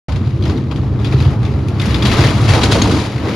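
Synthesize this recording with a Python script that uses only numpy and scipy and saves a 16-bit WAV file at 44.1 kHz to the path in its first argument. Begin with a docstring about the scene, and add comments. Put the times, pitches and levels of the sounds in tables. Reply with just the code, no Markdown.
"""A roofed ice track: a bobsled comes down, passes close by and runs on into the next bend.
Coloured noise makes the rumble of the track and the boom of the hull; bursts pulsed by small bumps
make the runners glide and scrape. Coarse ice cracks in pitched clicks, the chassis knocks in noise
bursts, and bumps, panels, fittings and a steel clink ring. Ice chips tick.
A dense noise tail is the reflection from the wooden roof."""
import sys
import numpy as np
from scipy import signal
from scipy.fft import rfft, irfft, next_fast_len
from scipy.io import wavfile
from scipy.ndimage import uniform_filter1d

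SR = 44100
rng = np.random.default_rng(int(sys.argv[2]) if len(sys.argv) > 2 else 0)


def log_audio(samples):
    """Write samples as a 16-bit WAV file to the path given in sys.argv[1]."""
    # one column per channel
    frames = np.atleast_2d(samples).T
    # limit to full scale, then quantise
    limited = np.clip(frames, -1, 1)
    pcm = np.round(limited * 32767).astype(np.int16)
    wavfile.write(sys.argv[1], SR, pcm)


N = 147735
T = np.arange(N) / SR
SIZE = 2 * next_fast_len(N // 2 + SR // 4)   # even FFT length with room for filter tails
HZ = np.arange(SIZE // 2 + 1) * SR / SIZE
SIDES = np.array([[1], [-1]])   # left, right

# spectrum of the shaken track: f/Hz, relative level/dB
RUMBLE_COLOUR = [(20, -39), (35, -31.5), (48, -27), (63, -4.5), (88, -1), (135, 0), (168, -19.5),
                 (260, -29), (600, -64.5), (4000, -140)]
# runner edges biting into the ice: t/s, relative level/dB
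SCRAPE_LEVEL = [(.08, -35), (.17, -39), (.40, -42.5), (.44, -37), (.52, -33.5), (.67, -45.5), (.75, -40),
                (.95, -42.5), (1.07, -35), (1.12, -34.5), (1.24, -30), (1.38, -42), (1.46, -34.5),
                (1.56, -39.5), (1.78, -37.5), (1.82, -25), (2.01, -28), (2.06, -23.5), (2.17, -20.5),
                (2.26, -17.5), (2.32, -24), (2.38, -27), (2.47, -26), (2.50, -18), (2.56, -20.5),
                (2.60, -25.5), (2.65, -21), (2.69, -29), (2.73, -22.5), (2.79, -24.5), (2.87, -25.5),
                (3.01, -25.5), (3.09, -33), (3.2, -32.5), (3.35, -26)]


def rumble():
    """Uneven ice shakes track and hull; a deep push of air and track comes while the sled is near."""
    # loudness of the low track rumble, uneven from moment to moment: t/s, level/dB
    track_level = [(.1, -17), (.18, -13.5), (.23, -18), (.3, -19), (.4, -15.5), (.5, -14.5), (.62, -19.5),
                   (.8, -16), (1.05, -14.5), (1.14, -15.5), (1.25, -13), (1.33, -14), (1.6, -15.5),
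                   (1.72, -17), (1.9, -14), (2.02, -14.5), (2.12, -15), (2.24, -13.5), (2.33, -14),
                   (2.5, -9.5), (2.62, -14), (2.95, -13.5), (3.04, -22), (3.13, -27), (3.22, -18),
                   (3.35, -23.5)]
    # shaking of the hull: t/s, level/dB
    boom_level = [(.1, -28), (.2, -28), (.34, -27.5), (.45, -21.5), (.56, -20), (.72, -26), (.78, -21),
                  (.86, -25), (1.05, -22), (1.19, -22), (1.27, -25), (1.55, -23), (1.8, -23.5),
                  (1.92, -20.5), (2.1, -17.5), (2.24, -18.5), (2.38, -19), (2.54, -20.5), (2.66, -18),
                  (2.8, -16), (2.96, -15), (3.03, -23.5), (3.13, -27.5), (3.29, -19), (3.35, -21)]
    # hull spectrum: f/Hz, relative level/dB
    boom_colour = [(80, -33), (155, -5), (198, 4.5), (228, -1.5), (310, 1), (372, -6.5), (450, -10.5),
                   (540, -17.5), (1200, -54), (8000, -110)]
    # deep push: t/s, level/dB
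    thrust_level = [(1.95, -63), (2.08, -22), (2.35, -35), (2.52, -25), (2.82, -26.5), (3.0, -43),
                    (3.35, -41)]
    # spectrum of the push: f/Hz, relative level/dB
    thrust_colour = [(15, -17), (28, 0), (45, 21), (65, 16), (120, -40), (2000, -120)]
    track = steadied(colour(noise(), RUMBLE_COLOUR), seconds=0.13) * level(track_level)
    hull = steadied(colour(noise(), boom_colour), seconds=0.035) * level(boom_level)
    thrust = colour(noise(), thrust_colour) * level(thrust_level)
    return track + hull + thrust


def runners():
    """Friction and crushed ice give a dull glide and a bright scrape, both pulsing with the bumps."""
    # runners gliding, louder as the sled nears: t/s, relative level/dB
    glide_level = [(.1, -31), (.38, -39.5), (.49, -29.5), (.66, -38.5), (.8, -33.5), (.9, -34.5),
                   (1.2, -30), (1.38, -31), (1.72, -32), (1.87, -26.5), (2.0, -27.5), (2.2, -18),
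                   (2.34, -23.5), (2.45, -26), (2.56, -15), (2.6, -20), (2.65, -20.5), (2.68, -20),
                   (2.71, -20), (2.77, -19), (2.88, -23), (3.0, -22.5), (3.14, -32.5), (3.27, -24.5),
                   (3.35, -28.5)]
    # glide spectrum: f/Hz, relative level/dB
    glide_colour = [(150, -27.5), (400, 5.5), (550, 4.5), (800, 3), (1250, 0), (1550, -7.5), (2300, -21),
                    (4000, -26), (9000, -46), (15000, -68)]
    # scrape spectrum: f/Hz, relative level/dB
    scrape_colour = [(500, -18.5), (1300, -2.5), (2100, 3), (3300, -0.5), (4600, -0.5), (5700, -5.5),
                     (6600, -6.5), (7800, -6), (10500, -16), (12500, -26.5), (15000, -63)]
    glide_db, scrape_db = -1, -1.5
    pressure = chatter()
    glide = colour(crunch(grit=0.22) * pressure * level(glide_level), glide_colour)
    biting = crunch(grit=0.25) * pressure * level(SCRAPE_LEVEL)
    scrape = colour(frame(biting), scrape_colour)
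    return from_db(glide_db) * glide + from_db(scrape_db) * scrape


def chatter():
    """Pressure on the runners: each small bump makes it jump up and die away."""
    jolts_per_s, decay_s, depth = 60, 0.0067, 0.92
    jolts = (rng.random(N) < jolts_per_s / SR) * rng.uniform(0.15, 0.93, N)
    decaying = signal.lfilter([1], [1, -np.exp(-1 / (decay_s * SR))], jolts)
    return rms_one(1 + depth * decaying)


def crunch(grit):
    """Tiny fractures of uneven size mixed with smooth friction; grit is the power share of fractures."""
    chips_per_s, spread_db = 2500, 2.5
    grit = np.clip(grit, 0, 1)
    sizes = from_db(spread_db * np.minimum(rng.exponential(1, N), 5))
    chips = (rng.random(N) < chips_per_s / SR) * sizes * noise()
    return np.sqrt(grit) * rms_one(chips) + np.sqrt(1 - grit) * noise()


def frame(x):
    """Narrow resonances of the steel, added to whatever shakes it."""
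    # resonances of runners and frame: f/Hz, bandwidth/Hz, gain (linear)
    resonances = [(1900, 12, 0.12), (3280, 47, 0.36), (3350, 42, 0.46), (3910, 160, 0.37), (4230, 13, 0.27),
                  (4800, 42, 0.37), (5550, 30, 0.51), (6560, 17, 0.27), (6950, 24, 0.45), (11100, 40, 0.57)]
    out = x
    for hz, width_hz, gain in resonances:
        r = np.exp(-np.pi * width_hz / SR)
        zeros = np.array([1, 0, -1]) * (1 - r * r) / 2
        poles = [1, -2 * r * np.cos(2 * np.pi * hz / SR), r * r]
        out = out + gain * signal.lfilter(zeros, poles, x)
    return out


def shards():
    """Coarse grains of ice crack under the edges, each with its own pitch, as strong as the edges bite."""
    shards_per_s, spread_db, t60_cycles, shards_db = 420, 3, 45, -6.5
    pitches_hz = np.geomspace(1100, 5490, 24)
    sizes = from_db(spread_db * np.minimum(rng.exponential(1, N), 3)) * rng.choice([-1, 1], (2, N))
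    clicks = (rng.random(N) < shards_per_s / SR) * sizes
    dealt = rng.integers(0, len(pitches_hz), N)
    out = 0
    for k, hz in enumerate(pitches_hz):
        r = from_db(-60 * hz / (t60_cycles * SR))
        poles = [1, -2 * r * np.cos(2 * np.pi * hz / SR), r * r]
        struck = clicks * (dealt == k) + 1e-18 * sizes   # inaudible floor avoids denormals
        out = out + signal.lfilter([1, 1, -1, -1], poles, struck)
    return rms_one(out) * level(SCRAPE_LEVEL) * from_db(shards_db)


def knocks():
    """Each chassis knock is a short, dying clatter of the frame and a dull thud of the hull."""
    # knocks: t/s, clatter level/dB, thud level/dB, swell/s, ring t60/s
    knock_rows = [(0.119, -26, -55, 0.0026, 0.056), (0.159, -28, -30, 0.0013, 0.1),
                  (0.271, -33.5, -38, 0.0018, 0.046), (0.423, -30.5, -43, 0.0026, 0.08),
                  (0.451, -26, -35, 0.0028, 0.089), (0.495, -28, -25, 0.0018, 0.12),
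                  (0.712, -29.5, -29, 0.002, 0.11), (0.759, -31.5, -46, 0.0014, 0.11),
                  (1.044, -24.5, -44, 0.0038, 0.14), (1.123, -26.5, -35, 0.0022, 0.1),
                  (1.202, -23, -25, 0.0021, 0.058), (1.249, -32.5, -27, 0.0023, 0.17),
                  (1.429, -29, -34, .002, 0.045), (1.449, -28, -33, 0.0014, 0.06),
                  (1.684, -28.5, -40, 0.0017, 0.029), (1.796, -21, -34, 0.0022, 0.062),
                  (1.945, -19, -27, 0.0014, 0.054), (2.024, -20, -33, 0.0014, 0.14),
                  (2.05, -15, -24, 0.0044, 0.16), (2.114, -18.5, -30, 0.0021, 0.073),
                  (2.18, -28, -21, .004, 0.12), (2.487, -18, -16, 0.0026, 0.11),
                  (2.534, -18, -21.5, 0.0018, 0.14), (2.615, -21, -37, 0.0017, 0.3),
                  (2.631, -11, -11.5, 0.0063, 0.045), (2.709, -13, -22.5, 0.014, 0.12),
                  (2.815, -18.5, -27, .003, 0.16), (2.857, -40, -11.5, 0.002, 0.025),
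                  (2.912, -22, -41, 0.0014, 0.11)]
    # clatter spectrum: f/Hz, relative level/dB
    clatter_colour = [(200, -2), (900, 1.5), (1900, -2), (2700, 2), (3500, 2), (4700, 1), (5800, -6.5),
                      (6700, -5.5), (8000, -6.5), (10500, -17.5), (12500, -29.5), (15000, -45)]
    # thud spectrum: f/Hz, relative level/dB
    thud_colour = [(60, -22), (150, -8), (450, 1.5), (1200, -1.5), (2500, -24), (12000, -63)]
    clatter, thud = np.zeros((2, N))
    for s, clatter_db, thud_db, swell_s, t60_s in knock_rows:
        age = T - s
        decay = from_db(-60 * np.maximum(age - swell_s, 0) / t60_s)
        force = decay * np.clip(age / swell_s, 0, 1)
        clatter += from_db(clatter_db) * force
        thud += from_db(thud_db) * force
    rattling_frame = colour(frame(crunch(grit=0.29) * clatter), clatter_colour)
    return rattling_frame + colour(noise() * thud, thud_colour)


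def bumps():
    """Each heavy bump is one push that rings the track through the rumble filter."""
    # bumps: t/s, peak level/dB
    bump_rows = [(.268, -5), (.334, -10.5), (0.481, -3), (1.142, -1.5), (1.209, -6.5), (1.262, -2.5),
                 (1.451, -9.5), (2.081, -1), (2.189, -1.5), (2.249, -6.5), (2.498, -3), (2.925, -13),
                 (3.075, -15), (3.149, -11.5)]
    pushes = np.zeros(N)
    for s, db in bump_rows:
        pushes[int(s * SR)] = from_db(db)
    one_thump = colour(signal.unit_impulse(N), RUMBLE_COLOUR)
    return colour(pushes, RUMBLE_COLOUR) / np.abs(one_thump).max()


def panels():
    """A jolted hull panel swells and dies within tens of ms, a hollow knock at its own pitch."""
    # panel knocks: t/s, level/dB, f/Hz
    panel_rows = [(0.206, -13, 213.6), (0.399, -19, 354), (.492, -17.5, 388), (0.551, -18.5, 253),
                  (.992, -28, 412), (1.134, -17, 400), (1.195, -18, 220), (1.561, -23, 413),
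                  (1.868, -7, 200), (2.037, -11, 200), (2.06, -20.5, 386), (2.19, -12.5, 352),
                  (2.25, -19.5, 441), (2.307, -23.5, 410), (2.371, -20, 340), (2.56, -15, 472),
                  (2.694, -15.5, 401), (2.768, -16, 450), (2.818, -10, 234), (2.857, -24, 805),
                  (2.882, -15.5, 451), (2.929, -18, 339), (2.972, -19, 255)]
    swell_s, overtone_ratio, overtone_db = 0.0078, 1.47, -14.5
    out = np.zeros(N)
    for s, db, hz in panel_rows:
        age = np.maximum(T - s, 0)
        phase = 2 * np.pi * hz * age
        swell = age / swell_s * np.exp(1 - age / swell_s)
        tone = np.sin(phase) + from_db(overtone_db) * np.sin(overtone_ratio * phase)
        out += from_db(db) * swell * tone
    return out


def rattles():
    """Loose steel fittings tap, bounce once and ring briefly, modes detuned at random for each tap."""
    # taps: t/s, relative level/dB, f/Hz
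    tap_rows = [(.424, -26.5, 3310), (.438, -22, 4220), (.461, -25, 1900), (.479, -24, 4870),
                (0.497, -24, 4350), (.574, -27, 3900), (.712, -24, 3350), (.722, -22.5, 1100),
                (1.046, -17.5, 3400), (1.072, -25, 3670), (1.124, -18, 2410), (1.133, -18.5, 1290),
                (1.146, -27, 4420), (1.187, -24, 3870), (1.252, -24, 3080), (1.452, -24.5, 3490),
                (1.799, -13, 3450), (1.944, -11, 3440), (2.024, -10.5, 3260), (2.054, -17, 3430),
                (2.069, -15, 3900), (2.115, -15, 2540), (2.183, -16, 5200), (2.207, -14, 4770),
                (2.268, -20, 4130), (2.492, -12, 2650), (2.536, -12, 2290), (2.636, -16, 3070),
                (2.72, -20, 4800), (2.92, -20, 1130)]
    # modes of a fitting: frequency ratio, relative level/dB
    fitting_modes = [(0.731, -10), (1, -3), (1.088, -9), (1.46, -11)]
    t60_s, bounce_s, bounce_loss_db = .035, 0.012, 8.5
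    out = np.zeros((2, N + SR))
    age = T[:SR // 10]
    for s, db, hz in tap_rows:
        for bounce in (0, 1):
            start = int((s + bounce * bounce_s * rng.uniform(.6, 1.4)) * SR)
            for ratio, mode_db in fitting_modes:
                mode_hz = hz * ratio * rng.uniform(.97, 1.03)
                phase = 2 * np.pi * (mode_hz * age + rng.random((2, 1)))
                ring = from_db(db + mode_db - bounce * bounce_loss_db - 60 * age / t60_s)
                out[:, start:start + len(age)] += ring * np.sin(phase)
    return out[:, :N]


def clink():
    """Steel strikes steel once, just after the pass, and its modes ring as decaying sines."""
    # modes: f/Hz, relative level/dB, t60/s
    steel_modes = [(6480, 2.5, 0.012), (6540, -5, 0.0097), (4380, -4, 0.019), (3920, -17, 0.023)]
    strike_s, strike_db, rise_s = 2.8203, -4.5, 0.0012
    age = np.maximum(T - strike_s, 0)
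    rings = np.zeros(N)
    for hz, db, t60_s in steel_modes:
        rings += from_db(strike_db + db - 60 * age / t60_s) * np.sin(2 * np.pi * hz * age)
    mid_side = np.array([[1], [.4]])
    return rings * np.minimum(age / rise_s, 1) * mid_side


def ticks():
    """Flying ice chips tick against the wall: short, bright, faint noise bursts."""
    # ticks: t/s, relative onset level/dB
    tick_rows = [(1.683, -33), (1.814, -26.5), (1.858, -26.5), (2.068, -23), (2.136, -27), (2.415, -31),
                 (2.912, -36)]
    # tick spectrum: f/Hz, relative level/dB
    tick_colour = [(1500, -25), (4000, 2), (7000, 4), (11000, -0.5), (12500, -19), (15000, -26)]
    t60_s = 0.071
    force = np.zeros(N)
    for s, db in tick_rows:
        force += from_db(db - 60 * np.maximum(T - s, 0) / t60_s) * (T > s)
    return colour(noise() * force, tick_colour)


def bend(x):
    """The sled sounds duller until it comes out of the bend, and again as it leaves."""
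    # treble change inside a bend: f/Hz, gain/dB
    dull_gain = [(2000, 0), (6000, -5), (10000, -7), (13000, 1.5)]
    emerge_s, emerge_width_s = 2.4, 0.39
    leave_s, leave_width_s = 3.1, 0.044
    emerged = np.tanh((T - emerge_s) / emerge_width_s)
    left_again = np.tanh((T - leave_s) / leave_width_s)
    seen = (emerged - left_again) / 2
    dull = irfft(rfft(x, SIZE) * from_db(at_hz(dull_gain)))[:, :N]
    return seen * x + (1 - seen) * dull


def spread(pair):
    """Mid and side signals become left and right, with width and balance set by frequency."""
    # unrelated part re. common part: f/Hz, level/dB
    side_level = [(60, -20.5), (120, -19.5), (250, -19), (380, -18.5), (520, -9), (740, -8.5), (1130, -12),
                  (1850, -5.5), (3000, -6), (4900, -8), (6500, -5), (7400, 5), (8250, 30.5), (9200, 2.5),
                  (11200, -18), (12500, -9), (14000, 10)]
    # left re. 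right: f/Hz, level/dB
    left_lean = [(60, -1), (260, 1.2), (430, -0.5), (700, 4), (1130, 2.5), (1850, 2.5), (3000, 7),
                 (4900, 6), (7000, -0.5), (13000, 0.5)]
    mid, side = rfft(pair, SIZE)
    width = from_db(at_hz(side_level))
    both = (mid + SIDES * width * side) / np.sqrt(1 + width ** 2)
    return irfft(both * from_db(SIDES * at_hz(left_lean) / 2))[:, :N]


def roof(x):
    """Dense reflections from roof and planks: convolution with a delayed, decaying noise tail."""
    delay_s, t60_s = 0.012, 0.31
    age = T[:SR] - delay_s
    tail = rng.standard_normal((2, SR)) * (age > 0) * from_db(-60 * age / t60_s)
    return signal.fftconvolve(x, rms_one(tail) / np.sqrt(SR), axes=-1)[:, :N]


def from_db(db):
    """Decibels to gain."""
    return 10 ** (np.asarray(db) / 20)


def rms_one(x):
    """Scale to unit power."""
    return x / np.sqrt(np.mean(x ** 2) + 1e-20)


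def level(rows):
    """Gain over time from t/s, level/dB rows."""
    return from_db(np.interp(T, *np.transpose(rows)))


def at_hz(points):
    """A table read along log frequency."""
    hz, value = np.transpose(points)
    return np.interp(np.log(HZ + 1e-3), np.log(hz), value)


def colour(x, points):
    """Minimum-phase filter with the given spectrum; white noise keeps its power."""
    cepstrum = irfft(np.log(rms_one(from_db(at_hz(points)))))
    # folding the cepstrum onto positive times makes the filter causal
    fold = np.r_[1, np.full(SIZE // 2 - 1, 2), 1, np.zeros(SIZE // 2 - 1)]
    response = np.exp(rfft(cepstrum * fold))
    return irfft(rfft(x, SIZE) * response)[..., :N]


def noise():
    """Two unrelated white noises."""
    return rng.standard_normal((2, N))


def steadied(x, seconds):
    """Even out the slow swells of a noise by its running power."""
    power = uniform_filter1d(x ** 2, max(int(seconds * SR), 8), axis=-1)
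    return x / np.sqrt(power + 1e-12)


def scene():
    """The sled under the roof swings to the right as it passes; the clink has no reflections."""
    pass_s, pass_width_s, pass_pan_db = 2.75, 0.19, -2.5   # negative pan: right
    roof_db, start_s, fade_in_s = -17, .083, 0.0015
    sled = bend(runners() + shards() + knocks() + rattles() + ticks())
    roofed = spread(sled + clink() + from_db(roof_db) * roof(sled))
    pan_db = pass_pan_db * np.exp(-((T - pass_s) / pass_width_s) ** 2)
    passing = roofed * from_db(pan_db * SIDES / 2)
    mix = passing + spread(rumble()) + bumps() + panels()
    return mix * np.clip((T - start_s) / fade_in_s, 0, 1)


def record(dry):
    """The highest peaks are rounded and the top is cut."""
    rounded = dry / (1 + (dry / .95) ** 6) ** (1 / 6)
    stop_hz = 15500
    low_pass = signal.cheby2(12, 50, stop_hz, fs=SR, output="sos")
    return signal.sosfiltfilt(low_pass, rounded)


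dry = scene()
out = record(dry)
log_audio(out)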